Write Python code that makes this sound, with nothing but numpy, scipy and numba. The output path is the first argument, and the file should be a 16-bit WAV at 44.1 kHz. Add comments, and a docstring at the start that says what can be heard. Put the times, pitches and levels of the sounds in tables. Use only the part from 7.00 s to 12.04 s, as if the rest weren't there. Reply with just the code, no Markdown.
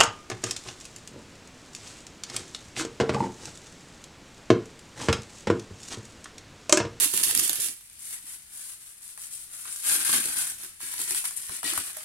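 """In a living room, close to a phone, hands pull clear plastic film off a bubble-wrapped parcel held on a lap.
Creases buckle as swarms of short noise bursts; larger folds snap as a tick, a rustle and a hollow knock.
The air-filled wrap drums softly through resonances; ringing wrap and low thumps of hands bumping the parcel
are decaying sines, and twice in quick succession taut film zings as a falling chirp. Shifting random
reflections make a short furnished room; shaped noise makes the faint rumble and hiss behind it."""
import sys
import numpy as np
from scipy import signal
from scipy.fft import rfft, irfft
from scipy.io import wavfile
from scipy.ndimage import uniform_filter1d
from numba import njit

SR = 44100
rng = np.random.default_rng(int(sys.argv[2]) if len(sys.argv) > 2 else 0)


def persist_wave(psi):
    """Save psi, clipped to +-1, as 16-bit WAV."""
    counts = np.round(np.clip(psi, -1, 1) * 32767).astype(np.int16)
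    wavfile.write(sys.argv[1], SR, np.atleast_2d(counts).T)


N = 222418
TIME = np.arange(N) / SR


def undb(db):
    """Decibels to amplitude gain."""
    return 10 ** (np.asarray(db) / 20)


def curves(table):
    """Each column of a table of timed rows, interpolated at every sample."""
    s, *columns = np.transpose(table)
    return [np.interp(TIME, s, column) for column in columns]


def walk(per_s):
    """Random levels, per_s of them a second, joined by straight lines."""
    count = per_s * (N // SR + 2)
    return np.interp(TIME * per_s, np.arange(count), rng.standard_normal(count))


def add(track, s, sound):
    """Mix a sound into a track at time s, cut at the track's end."""
    i = max(int(s * SR), 0)
    track[..., i:i + sound.shape[-1]] += sound[..., :max(N - i, 0)]


def colour(x, points, size=2048):
    """Minimum-phase filter of unit energy through (hz, level_db) points."""
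    hz, db = np.transpose(points)
    bin_hz = np.fft.rfftfreq(size, 1 / SR)
    gain = undb(np.interp(np.log(bin_hz + 1), np.log(hz), db))
    # folding the cepstrum onto positive time makes the response causal
    cepstrum = irfft(np.log(gain))
    cepstrum[1:size // 2] *= 2
    cepstrum[size // 2 + 1:] = 0
    response = irfft(np.exp(rfft(cepstrum)))
    response /= np.linalg.norm(response)
    return signal.fftconvolve(x, response[None], axes=1)[:, :N]


def resonate(x, modes):
    """Sum of band-pass resonances (hz, width_hz, level_db)."""
    out = 0
    for hz, width_hz, db in modes:
        b, a = signal.iirpeak(hz, hz / width_hz, fs=SR)
        out = out + undb(db) * signal.lfilter(b, a, x)
    return out


def steady(x, size=1500):
    """Hold the short-term power near one while keeping the clicks."""
    power = np.mean(x ** 2, axis=0)
    power = uniform_filter1d(uniform_filter1d(power, size), size)
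    return x / np.sqrt(np.maximum(power, 0) + 1e-12)


@njit
def sweep(x, hz, damping):
    """State-variable band-pass whose centre moves."""
    y, band, low = np.empty(len(x)), 0., 0.
    for i in range(len(x)):
        g = np.tan(np.pi * hz[i] / SR)
        v = (band + g * (x[i] - low)) / (1 + g * (g + damping))
        band, low, y[i] = 2 * v - band, low + 2 * g * v, damping * v
    return y


def shiver(energy, likeness, lag_count=4):
    """Film trembles as noise of a given energy, partly alike at the two ports, the left a little later."""
    shared, left, right = rng.standard_normal((3, len(energy)))
    own = np.array([left, right])
    pair = np.sqrt(energy) * (np.sqrt(likeness) * shared + np.sqrt(1 - likeness) * own)
    pair[0] = np.pad(pair[0], (lag_count, 0))[:len(energy)]
    return pair


def crinkle():
    """Small creases fizz, broad folds crackle in the stretched film, and the air-filled wrap drums along."""
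    # stretch of film between the hands: start_s, resonance_hz
    span = [(0, 3630), (.6, 3180), (1.1, 2060), (1.7, 1600), (3.45, 1490), (4.1, 1890), (4.17, 3550),
            (4.25, 2270), (4.55, 1650), (4.68, 4130), (4.75, 1520)]
    # colour of small creases: hz, level_db
    fine_colour = [(1000, -19.5), (3000, -5.5), (6000, 0), (7200, 2.5), (8300, 4), (11500, 0.5),
                   (12600, -3.5), (16000, -9)]
    # colour of broad folds: hz, level_db
    broad_colour = [(200, -40.5), (520, -5.5), (850, -3), (1600, 1), (2600, 3), (4500, 3), (7000, 4),
                    (11000, -28.5), (16000, -56.5)]
    # resonances of the padded parcel: hz, width_hz, level_db
    parcel = [(94, 5.7, -3), (148, 27, -6), (215.5, 32, -1.5), (278.7, 15.4, 3), (331, 27, -0.5),
              (367, 8.2, -7)]
    fine_db, broad_db, drum_db = 20 * np.log10(handling())
    span_hz, = curves(span)
    pace = undb(.2 * (fine_db + 32))  # harder handling buckles more creases a second
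    small = buckles(per_s=1700 * pace, spread_db=3.5, limit_db=17, swarm_db=1.5,
                    decay_s=0.00013, linger=0.0054, linger_s=0.03)
    large = buckles(per_s=600 * pace, spread_db=7.0, limit_db=20.5, swarm_db=-3.5,
                    decay_s=0.00094, linger=0.055, linger_s=0.022)
    fine = steady(colour(small, fine_colour)) * undb(fine_db - 4.0)
    folds = colour(steady(large) + 0.68 * steady(small), broad_colour)
    ringing = np.array([sweep(x, span_hz, 0.2) for x in folds])
    facing = np.array([[1.5], [.3]])  # the stretch faces the left port
    broad = steady(folds + facing * ringing) * undb(broad_db - 0.64)
    struck = large.mean(axis=0) + 1.9 * large
    drum = steady(resonate(struck, parcel)) * undb(drum_db - 3.5)
    return fine, broad, drum


def buckles(per_s, spread_db, limit_db, swarm_db, decay_s, linger, linger_s):
    """Many small and few large buckles in swarms, each dying fast with a weak after-rustle."""
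    fires = rng.random(N) < per_s / SR
    size_db = np.minimum(spread_db * rng.standard_exponential(N), limit_db)
    released = (fires * undb(size_db + swarm_db * walk(per_s=140))) ** 2
    energy = signal.lfilter([1], [1, -np.exp(-2 / SR / decay_s)], released)
    energy += linger * signal.lfilter([1], [1, -np.exp(-2 / SR / linger_s)], released)
    return shiver(energy, likeness=0.28)


def handling():
    """Strengths of fine crinkle, broad crackle and drumming; strokes and jolts add in power."""
    # strokes of the hands, relative levels: start_s, rise_s, hold_s, fine_db, broad_db
    strokes = [(-.03, 0.011, 0.055, -20.5, -30.5), (0.088, .02, 0.033, -33.5, -49),
               (0.124, .02, 0.064, -27.5, -36.5), (0.225, 0.0091, 0.0087, -22.5, -35.5),
               (0.264, 0.014, 0.028, -26.5, -34.5), (0.33, 0.028, 0.051, -27, -35.5),
               (0.413, 0.027, 0.0083, -23.5, -37), (0.48, 0.018, 0.079, -33, -42),
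               (0.589, 0.016, 0.056, -28, -42.5), (0.81, 0.018, 0.15, -69, -85),
               (0.933, 0.16, .03, -39, -55.5), (1.109, 0.024, 0.0074, -37.5, -47),
               (1.203, 0.095, 0.04, -41, -53), (1.473, 0.1, 0.15, -41.5, -56.5),
               (1.794, 0.025, 0.09, -49, -62), (2.012, .012, 0.092, -45.5, -62),
               (2.164, 0.044, .05, -40.5, -55), (2.291, 0.045, 0.017, -38.5, -77),
               (2.382, 0.016, .04, -44.5, -82), (2.483, 0.055, 0.21, -41.5, -54.5),
               (2.647, .008, 0.029, -47, -45.5), (2.681, 0.036, 0.14, -38, -54.5),
               (2.805, .105, 0.039, -22.5, -32), (2.977, .025, 0.021, -29, -35.5),
               (3.044, 0.011, 0.075, -25, -33), (3.108, 0.037, 0.013, -22.5, -28),
               (3.177, 0.038, 0.12, -31.5, -39.5), (3.339, 0.042, 0.032, -27, -36.5),
               (3.412, .03, 0.064, -34, -44.5), (3.542, 0.094, 0.017, -40, -48.5),
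               (3.784, 0.042, 0.23, -36.5, -45), (3.973, 0.028, 0.016, -30.5, -47),
               (4.046, 0.052, 0.03, -30.5, -40), (4.135, 0.031, 0.014, -28, -39),
               (4.24, .006, 0.018, -31, -42.5), (4.313, .005, 0.014, -42, -52),
               (4.355, 0.011, 0.12, -38.5, -50), (4.483, .05, .035, -35.5, -44.5),
               (4.622, 0.043, 0.04, -30, -32.5), (4.722, 0.046, 0.021, -30.5, -37),
               (4.822, 0.017, 0.055, -37, -45), (4.913, 0.045, 0.08, -43, -49)]
    # jolts that shake the whole parcel, relative levels: start_s, drum_db
    jolts = [(0, -39.5), (0.133, -38), (0.199, -42.5), (.255, -41.5), (0.306, -41.5), (0.358, -36.5),
             (0.411, -41), (0.488, -42), (.58, -44.5), (.64, -49.5), (.68, -49), (2.91, -41.5), (2.97, -46),
             (3.089, -39.5), (3.13, -38.5), (3.17, -39.5), (3.248, -41), (3.35, -51), (3.628, -54),
             (3.819, -52.5), (3.99, -46.5), (4.103, -47.5), (4.493, -47.5), (4.642, -44.5), (4.72, -45.5),
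             (4.775, -44)]
    resting_fine_db, resting_broad_db = -52.5, -62.5  # resting hands keep the film faintly astir
    drum_follow_db = -17.5  # the wrap drums along with the broad folds
    fine, broad, drum = undb(resting_fine_db) ** 2, undb(resting_broad_db) ** 2, 0
    for s, rise_s, hold_s, fine_db, broad_db in strokes:
        push = effort(s, rise_s, hold_s, relax_s=0.043)
        fine = fine + (push * undb(fine_db)) ** 2
        broad = broad + (push * undb(broad_db)) ** 2
    for s, db in jolts:
        jolt = effort(s, rise_s=0.0077, hold_s=0.0096, relax_s=0.025)
        drum = drum + (jolt * undb(db)) ** 2
    return np.sqrt([fine, broad, drum + broad * undb(drum_follow_db) ** 2])


def effort(start_s, rise_s, hold_s, relax_s):
    """One push: it builds up, holds, and relaxes exponentially."""
    age_s = TIME - start_s
    rise = np.sin(np.pi / 2 * np.clip(age_s / rise_s, 0, 1)) ** 2
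    return rise * np.exp(-np.maximum(age_s - rise_s - hold_s, 0) / relax_s)


def snaps(tick_db, tick_s, rustle_db, rustle_s, knock_db, knock_s):
    """A large fold gives way: a sharp tick with a weak longer rustle, and a hollow knock of the sheet."""
    # single folds snapping, relative levels: time_s, tick_db, knock_db
    folds = [(0.1373, -13, -41.5), (0.1745, -7.5, -43), (0.2349, -5.5, -49), (0.3102, -13, -41.5),
             (0.3493, -6.5, -51), (0.3744, -9, -54), (0.3927, -9.5, -53), (0.3972, -8, -45),
             (0.4939, -7.5, -34), (0.5302, -13, -46), (0.556, -15, -50), (0.8086, -38.5, -64),
             (2.0108, -49, -62), (2.175, -28, -47), (2.654, -36, -46.5), (3.049, -23, -40),
             (3.0931, -16, -34.5), (3.1336, -14, -35.5), (3.256, -15, -37), (3.6341, -26, -46.5),
             (3.804, -34, -48), (3.9381, -21, -42.5), (3.9912, -25, -47), (4.0148, -17, -49),
             (4.1071, -14.5, -34.5), (4.1463, -14.5, -44), (4.241, -21.5, -47), (4.2528, -16, -44.5),
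             (4.3075, -24, -51), (4.4937, -27, -42), (4.6298, -23, -34.5), (4.7343, -18.5, -39),
             (4.776, -17, -31), (4.8964, -33, -45), (4.9685, -23, -43.5), (5.0058, -32, -44.5)]
    # colour of the tick: hz, level_db
    tick_colour = [(500, -28.5), (1800, -9.5), (3000, -3.5), (7000, 0.5), (11000, 1.5), (13000, -1.5),
                   (16000, -13)]
    # colour of the knock: hz, level_db
    knock_colour = [(80, -35), (300, -19), (550, 2.5), (950, 13.5), (1700, 11.5), (3000, -5.5), (7000, -63),
                    (16000, -5)]
    ticks, knocks = np.zeros((2, 2, N))
    for s, sharp_db, hollow_db in folds:
        start_s = s + .001  # each snap starts 1 ms after its listed time
        tick = facet(tick_s, likeness=0.26) + undb(rustle_db) * facet(rustle_s, likeness=0.33)
        add(ticks, start_s, tick * undb(sharp_db + tick_db))
        add(knocks, start_s, facet(knock_s, likeness=0.12) * undb(hollow_db + knock_db))
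    return colour(ticks, tick_colour), colour(knocks, knock_colour)


def facet(decay_s, likeness, size=600):
    """One facet of film flipping: a brief shiver of unit energy at each port."""
    pair = shiver(np.exp(-2 * np.arange(size) / SR / decay_s), likeness)
    return pair / np.linalg.norm(pair, axis=1, keepdims=True)


def zings(start_hz, size=1200, lag_count=4):
    """High bending waves outrun low ones, so a snap far along taut film arrives as a falling chirp."""
    # bending waves: start_s, level_db, pitch_halving_s
    waves = [(4.3635, -32, .007), (4.3718, -29, .007)]
    out, t = np.zeros(N), np.arange(size) / SR
    for s, db, halving_s in waves:
        age = t / halving_s
        phase = 2 * np.pi * np.cumsum(start_hz / (1 + age)) / SR
        swell = age * np.exp(-3 * age)
        add(out, s, undb(db) * swell / swell.max() * np.sin(phase))
    return np.array([np.roll(out, lag_count), out / 2])  # it runs along the left side


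def rings_and_thumps():
    """Pockets of wrap ring and hands bump the parcel with low thumps: decaying sines."""
    # rings and low thumps: start_s, pitch_hz, level_db, t60_s
    tones = [(0.058, 292, -36.5, 0.2), (.385, 124, -42, 0.083), (0.388, 360, -38, .1),
             (1.24, 300, -59, 0.11), (3.144, 240, -38.5, 0.22), (4.496, 107, -39.5, 0.026),
             (4.643, 283, -39, 0.25), (4.649, 1910, -33.5, 0.11), (4.778, 85.4, -41.5, 0.13),
             (4.968, 622, -50.5, 0.16)]
    out, t = np.zeros((2, N)), np.arange(SR // 4) / SR
    for s, hz, db, t60_s in tones:
        add(out, s, undb(db - 60 * t / t60_s) * np.sin(2 * np.pi * hz * t))
    return out


def room(x, size=16384):
    """The hands wander from spot to spot, so the pattern of reflections keeps shifting."""
    out, padded = x.copy(), np.pad(x, ((0, 0), (0, size)))
    fade = np.sin(np.pi * np.arange(size) / size)  # half-overlapping, equal power
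    for i in range(0, N, size // 2):
        share = fade if i else np.maximum(fade, np.arange(size) < size // 2)
        response = reflections(early_db=-3.5, early_s=0.0034, tail_db=-9.5, t60_s=0.093)
        add(out, i / SR, signal.fftconvolve(padded[:, i:i + size] * share, response, axes=1))
    return out


def reflections(early_db, early_s, tail_db, t60_s):
    """Response from one spot: scatter off lap and sofa, then a short tail; the cushions swallow the bass."""
    t = np.arange(SR // 3) / SR
    near, far = rng.standard_normal((2, 2, len(t)))
    early = near * (rng.random(near.shape) < .04) * (t > .001) * np.exp(-t / early_s)
    tail = signal.lfilter([1, .4], [1], far) * (t > .008) * undb(-60 * t / t60_s)
    early *= undb(early_db) / np.linalg.norm(early, axis=1, keepdims=True)
    tail *= undb(tail_db) / np.linalg.norm(tail, axis=1, keepdims=True)
    bass_cut = signal.butter(2, 280, "high", fs=SR, output="sos")
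    return signal.sosfilt(bass_cut, early + tail)


def long_waves(x, hz):
    """Long waves reach both ports alike: the difference between them fades out in the bass."""
    mid, side = (x[0] + x[1]) / 2, (x[0] - x[1]) / 2
    f = np.fft.rfftfreq(N, 1 / SR)
    side = irfft(rfft(side) * f ** 2 / (f ** 2 + hz ** 2), N)
    return np.array([mid + side, mid - side])


def background(level_db):
    """Faint wavering noise: rumble alike at both ports, hiss above it that differs between them."""
    # spectrum of the quiet room: hz, density_db_per_hz (relative)
    quiet = [(25, -5), (60, -2), (150, -7), (300, -15.5), (600, -23), (2000, -14.5), (8000, -15.5),
             (16000, -23)]
    mid, side = colour(rng.standard_normal((2, N)), quiet)
    side = signal.sosfilt(signal.butter(1, 500, "high", fs=SR, output="sos"), side)
    waver_db = 1.8 * walk(per_s=5)
    return undb(level_db + waver_db) * np.array([mid + side, mid - side])


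def scene():
    """The phone's body shades the treble of the far port more than the middle range."""
    # where the film is worked: start_s, left_minus_right_db (before the offset below)
    place = [(0, -8), (.7, -5), (1, 1), (2.6, 2.5), (3.4, 0), (4.55, 2), (5.04, -1.5)]
    fine, broad, drum = crinkle()
    ticks, knocks = snaps(tick_db=8.0, tick_s=0.00075, rustle_db=-27, rustle_s=0.0096,
                          knock_db=24.0, knock_s=0.00054)
    pan_db, = curves(place)
    shade_db = np.array([[.5], [-.5]]) * (pan_db - 1.8)
    treble = (fine + ticks + zings(start_hz=13600)) * undb(shade_db)
    middle = (broad + knocks) * undb(0.05 * shade_db)
    parcel_sound = room(treble + middle + drum + rings_and_thumps())
    return long_waves(parcel_sound, hz=127) + background(level_db=-60)


def record(dry):
    """Each microphone port adds its own resonance; the highest peaks are rounded and the top is cut."""
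    # left and right port, a list of resonances each: hz, width_hz, level_db
    ports = [
        [(9470, 1520, 7.5)],
        [(11100, 1730, 0)],
    ]
    ported = np.array([x + resonate(x, modes) for x, modes in zip(dry, ports)])
    rounded = .8 * np.tanh(ported / .8)
    top_hz, ripple_db, stop_db = 15800, .2, 90
    top_cut = signal.ellip(10, ripple_db, stop_db, top_hz, fs=SR, output="sos")
    return signal.sosfilt(top_cut, rounded)


dry = scene()
out = record(dry)
persist_wave(out)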